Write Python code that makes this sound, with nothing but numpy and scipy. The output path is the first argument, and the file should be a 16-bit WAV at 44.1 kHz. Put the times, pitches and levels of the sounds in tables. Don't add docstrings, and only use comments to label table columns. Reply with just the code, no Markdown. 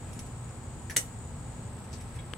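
import sys
import numpy as np
from scipy import signal
from scipy.fft import rfft, irfft, next_fast_len
from scipy.io import wavfile
from scipy.ndimage import map_coordinates

SR = 44100
rng = np.random.default_rng(int(sys.argv[2]) if len(sys.argv) > 2 else 0)


def int16_out(signal):
    q = np.round(np.clip(np.atleast_2d(signal).T, -1, 1) * 32767)
    wavfile.write(sys.argv[1], SR, q.astype(np.int16))


N = 104737

# (f/Hz, level/dB)
BITES = [(0.8976, -37), (0.903, -42), (.908, -39)]
BARK_COLOUR = [(400, -17), (1300, -7), (1650, 12.5), (2200, 2.5), (2800, -3), (4700, -5), (6100, 2.5),
               (7500, -11), (11000, -0.5), (13000, -18), (15500, -19)]
# (f/Hz, level/dB)
FRACTURES = [(.963, -28), (.964, -25), (0.9646, -20.5), (0.967, -21)]
WOOD_COLOUR = [(150, -19), (400, 1), (900, -15), (1500, -2.5), (2000, -3), (2450, -15), (3050, 2.5),
               (4300, -5), (5000, -4.5), (5900, -3), (8000, 0.5), (11000, 0.5), (15500, -20)]
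# (f/Hz, level/dB, t60/s)
TWIG_MODES = [(1436, -7.5, 0.038), (1927, 1, 0.063), (2080, 1.5, 0.03), (2940, 0.5, 0.033),
              (3200, -5, 0.018), (3705, -7, 0.066), (4240, -9.5, 0.064)]
# (f/Hz, level/dB)
CLACKS = [(0.9677, -10), (0.9693, -12.5), (0.9719, -21.5), (0.974, -20)]
STEEL_COLOUR = [(300, -10.5), (1000, -27), (2500, -17.5), (4600, -19), (6200, 2), (6900, -5), (8200, 5),
                (9600, -9), (11000, -11), (15500, -22)]
# (f/Hz, level/dB, t60/s)
SHEARS_MODES = [(5520, -4, .06), (5700, -4, .05), (5936, -5, .06), (6342, 0, .07), (6596, -7, .06),
                (7348, -5, .07), (8052, 2, .05), (8240, 3, .05), (8570, 0, .065), (8740, -1, .065),
                (9475, -5, .06), (10650, -6, .045)]
HANDLE_MODES = [(293, -2, 0.065), (427, 0, 0.045), (537, 2.5, 0.034)]
# (f/Hz, level/dB)
TICKS = [(0.1308, -47.5, 0.058), (0.191, -39, 0.042), (.26, -55, 0.088), (.485, -61, .1), (.815, -60, .08),
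         (1.785, -61, .08), (1.841, -57.5, .08), (2.009, -52, 0.077), (2.152, -57, 0.072)]
TICK_COLOUR = [(500, -38), (1700, -14), (2500, 1.5), (4300, -8.5), (5800, 3), (7500, -3), (10300, 2.5),
               (12500, -11), (15500, -24)]
# (f/Hz, level/dB)
SCRAPES = [(1.919, -56), (1.9291, -42), (1.953, -53), (2.0778, -60), (2.11, -70)]
SCRAPE_COLOUR = [(1000, -10), (3400, -9.5), (4400, -3), (6300, -2), (8000, -10), (10000, -16), (15000, -30)]
# (f/Hz, level/dB, t60/s)
JAR_MODES = [(2220, -2, 0.041), (3340, -1, .07), (3730, -9, .06)]
# (f/Hz, level/dB)
RUSTLES = [(0.13, 0.088, -62.5), (2.1, 0.19, -63.5)]
CLOTH_COLOUR = [(400, -27), (1200, 3), (2300, 5.5), (5000, -6.5), (10000, -3.5), (15000, -21)]
# (f/Hz, level/dB)
TAP_MODES = [(430, 0.5, 0.0095), (1100, -0.5, 0.0087), (1700, -5, 0.013), (2120, -2, 0.0077),
             (2860, -1, 0.0067), (4400, -11, 0.0044)]
TAP_COLOUR = [(100, -1), (1500, -9), (3100, 4), (5500, -15), (11000, -15), (15000, -36)]
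# (f/Hz, t60/s)
YARD_DECAY = [(200, 0.048), (2000, 0.23), (7000, 0.19), (15000, 0.28)]
# (end of song t/s, centre f/Hz, width/Hz, pulse rate/Hz, pulse depth/dB, level/dB, left-right/dB)
INSECTS = [(1.7, 7100, 140, 88, 2.5, -62.5, 9), (1.7, 6640, 130, 58, -3, -69, 4),
           (3, 7966, 180, 46, 0.5, -58, 5), (3, 8430, 100, 58, 0, -60.5, 3),
           (3, 7440, 500, 60, -7, -63.5, 5)]
# (f/Hz, level/dB)
RUMBLE_COLOUR = [(15, -30), (25, -16), (45, -4.5), (60, -3.5), (85, -1), (118, -1), (150, -6), (200, -11.5),
                 (240, -11.5), (290, -21.5), (450, -36.5), (900, -62.5)]
AIR_COLOUR = [(100, -16), (300, -1.5), (480, -2), (620, -5.5), (850, -3), (1300, -10.5), (2200, -15.5),
              (4000, -21), (6000, -24.5), (9000, -25.5), (12000, -33), (15500, -36)]
# (f/Hz, correlation)
BACKGROUND_ALIKE = [(50, 1), (150, 0.94), (300, 0.8), (600, 0.8), (1200, 0.51), (3000, 0.067),
                    (10000, 0.036)]
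# (f/Hz, level/dB)
HUM = [(116, -51.5), (240, -58), (1301, -68), (1626, -73)]

ATTACK_S = .0002
DIRECT_ALIKE, DIRECT_PAN_DB = 0.59, 1
BITE_T60_S, FRACTURE_T60_S, CLACK_T60_S = 0.054, 0.018, 0.0078
TWIG_DB, SHEARS_DB, HANDLES_DB = -27.5, -28.5, -33.5
SCRAPE_T60_S, CLINK_S, CLINK_DB = 0.075, 2.189, -45
RUSTLE_GRAIN_DB = 4.5
TAP_S, TAP_T60_S, TAP_PAN_DB = 2.3357, 0.0077, 11
TAP_BODY_DB, TAP_CRACK_DB = -28.5, -31.5
EARLY_DB, EARLY_T60_S, EARLY_DELAY_S = -2.5, 0.093, 0.0036
YARD_DB, YARD_RISE_S = -8, 0.009
TRILL_DRIFT, TRILL_FLICKER_DB = 0.043, -1.4
RUMBLE_DB, AIR_DB, BACKGROUND_PAN_DB = -42, -50, 0.3
HUM_WAVER_RAD = 0.62
TOP_HZ = 15800


def amp(db):
    return 10 ** (np.asarray(db) / 20)


def unit(x):
    return x / np.sqrt(np.mean(x ** 2) + 1e-20)


def along(points, hz):
    f, v = np.transpose(points)
    return np.interp(np.log(hz + 1), np.log(f + 1), v)


def pan(db):
    return amp(np.array([[db], [-db]]) / 2)


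def wobble(rate):
    knots = rng.standard_normal(N // 100)
    coarse = np.arange(0, N, 16)
    curve = map_coordinates(knots, [coarse * rate / SR], mode="wrap")
    return np.interp(np.arange(N), coarse, curve)


def filtered(x, response):
    n = x.shape[-1]
    m = next_fast_len(n + n // 16, True)
    spectrum = rfft(x, m) * response(np.fft.rfftfreq(m, 1 / SR))
    return irfft(spectrum, m)[..., :n]


def noise(colour, alike, size=N):
    def response(hz):
        likeness = along(alike, hz) if np.ndim(alike) else np.full_like(hz, alike)
        turn = np.arccos(np.clip(likeness, -1, 1)) / 2
        return amp(along(colour, hz)) * [np.cos(turn), np.sin(turn)]
    mid, side = filtered(rng.standard_normal((2, size)), response)
    return unit(np.array([mid + side, mid - side]))


def fade(t, t60):
    return np.exp(-np.log(1000) * t / t60)


def strike(t60):
    t = np.arange(SR // 6) / SR
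    return (1 - np.exp(-t / ATTACK_S)) * fade(t, t60)


def place(s, x):
    out, start = np.zeros((2, N)), round(s * SR)
    out[:, start:start + x.shape[1]] = x[:, :N - start]
    return out


def crack(s, db, t60, colour):
    envelope = strike(t60)
    burst = envelope * noise(colour, DIRECT_ALIKE, size=len(envelope))
    return place(s, amp(db) * burst)


def ring(s, db, modes):
    out = 0
    for hz, level, t60 in modes:
        envelope = strike(t60)
        t = np.arange(len(envelope)) / SR
        phase = rng.uniform(0, 2 * np.pi) + .5 * rng.standard_normal((2, 1))
        out = out + amp(db + level) * envelope * np.sin(2 * np.pi * hz * t + phase)
    return place(s, out)


def snip():
    bite = sum(crack(s, db, BITE_T60_S, BARK_COLOUR) for s, db in BITES)
    snaps = [crack(s, db, FRACTURE_T60_S, WOOD_COLOUR) for s, db in FRACTURES]
    clacks = [crack(s, db, CLACK_T60_S, STEEL_COLOUR) for s, db in CLACKS]
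    part_s = FRACTURES[2][0]
    shut_s = CLACKS[0][0]
    twig = ring(part_s, TWIG_DB, TWIG_MODES)
    shears = ring(shut_s, SHEARS_DB, SHEARS_MODES)
    handles = ring(shut_s, HANDLES_DB, HANDLE_MODES)
    return [bite, *snaps, *clacks, twig + shears + handles]


def handling(tick_pan_db=-2.0, scrape_pan_db=5, scrape_grain_db=3):
    ticks = sum(crack(s, db, t60, TICK_COLOUR) for s, db, t60 in TICKS)
    scrape = sum(crack(s, db, SCRAPE_T60_S, SCRAPE_COLOUR) for s, db in SCRAPES)
    grain = unit(amp(scrape_grain_db * wobble(300)))
    clink = ring(CLINK_S, CLINK_DB, JAR_MODES)
    return pan(tick_pan_db) * ticks + pan(scrape_pan_db) * scrape * grain + clink


def rustle():
    t = np.arange(N) / SR
    motion = sum(amp(db) * np.exp(-((t - s) / half) ** 2 / 2) for s, half, db in RUSTLES)
    grain = amp(RUSTLE_GRAIN_DB * wobble(90))
    return motion * unit(grain * noise(CLOTH_COLOUR, DIRECT_ALIKE))


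def tap():
    body = ring(TAP_S, TAP_BODY_DB, TAP_MODES)
    return pan(TAP_PAN_DB) * (body + crack(TAP_S, TAP_CRACK_DB, TAP_T60_S, TAP_COLOUR))


def yard(x):
    size = SR // 4
    hz, t, z = signal.stft(rng.standard_normal((2, size)), SR, nperseg=256)
    decay = fade(t, along(YARD_DECAY, hz)[:, None])
    tail = signal.istft(z * decay, SR, nperseg=256)[1]
    t = np.arange(tail.shape[1]) / SR
    tail = tail * np.clip(t / YARD_RISE_S, 0, 1) ** 2
    early = rng.standard_normal(tail.shape) * fade(t, EARLY_T60_S) * (t > EARLY_DELAY_S)
    echo = (amp(EARLY_DB) * unit(early) + amp(YARD_DB) * unit(tail)) / np.sqrt(len(t))
    return signal.fftconvolve(x, echo, axes=1)[:, :N]


def insects(stop_s=0.015):
    t, out = np.arange(N) / SR, 0
    for end, hz, width, rate, depth_db, db, pan_db in INSECTS:
        wing = filtered(rng.standard_normal((2, N)), lambda f: np.exp(-((f - hz) / width) ** 2 / 2))
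        drifting_rate = rate * (1 + TRILL_DRIFT * wobble(6.6))
        strokes = np.sin(2 * np.pi * np.cumsum(drifting_rate) / SR)
        flicker_db = TRILL_FLICKER_DB * wobble(45)
        song = unit(wing * amp(depth_db * strokes + flicker_db))
        out = out + amp(db) * pan(pan_db) * song * np.clip((end - t) / stop_s, 0, 1)
    return out


def machine_hum():
    t = np.arange(N) / SR
    return sum(amp(db) * np.sqrt(2) * np.sin(2 * np.pi * hz * t + HUM_WAVER_RAD * wobble(8))
               for hz, db in HUM)


def background(swell_db=.5):
    rumble = amp(RUMBLE_DB) * noise(RUMBLE_COLOUR, BACKGROUND_ALIKE)
    air = amp(AIR_DB + swell_db * wobble(3.76)) * noise(AIR_COLOUR, BACKGROUND_ALIKE)
    return pan(BACKGROUND_PAN_DB) * (rumble + air + machine_hum())


def scene():
    cut = sum(pan(DIRECT_PAN_DB) * contact + yard(contact) for contact in snip())
    hands = handling() + rustle()
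    return cut + hands + yard(hands) + tap() + insects() + background()


def record(dry):
    return filtered(dry, lambda hz: hz < TOP_HZ)


dry = scene()
out = record(dry)
int16_out(out)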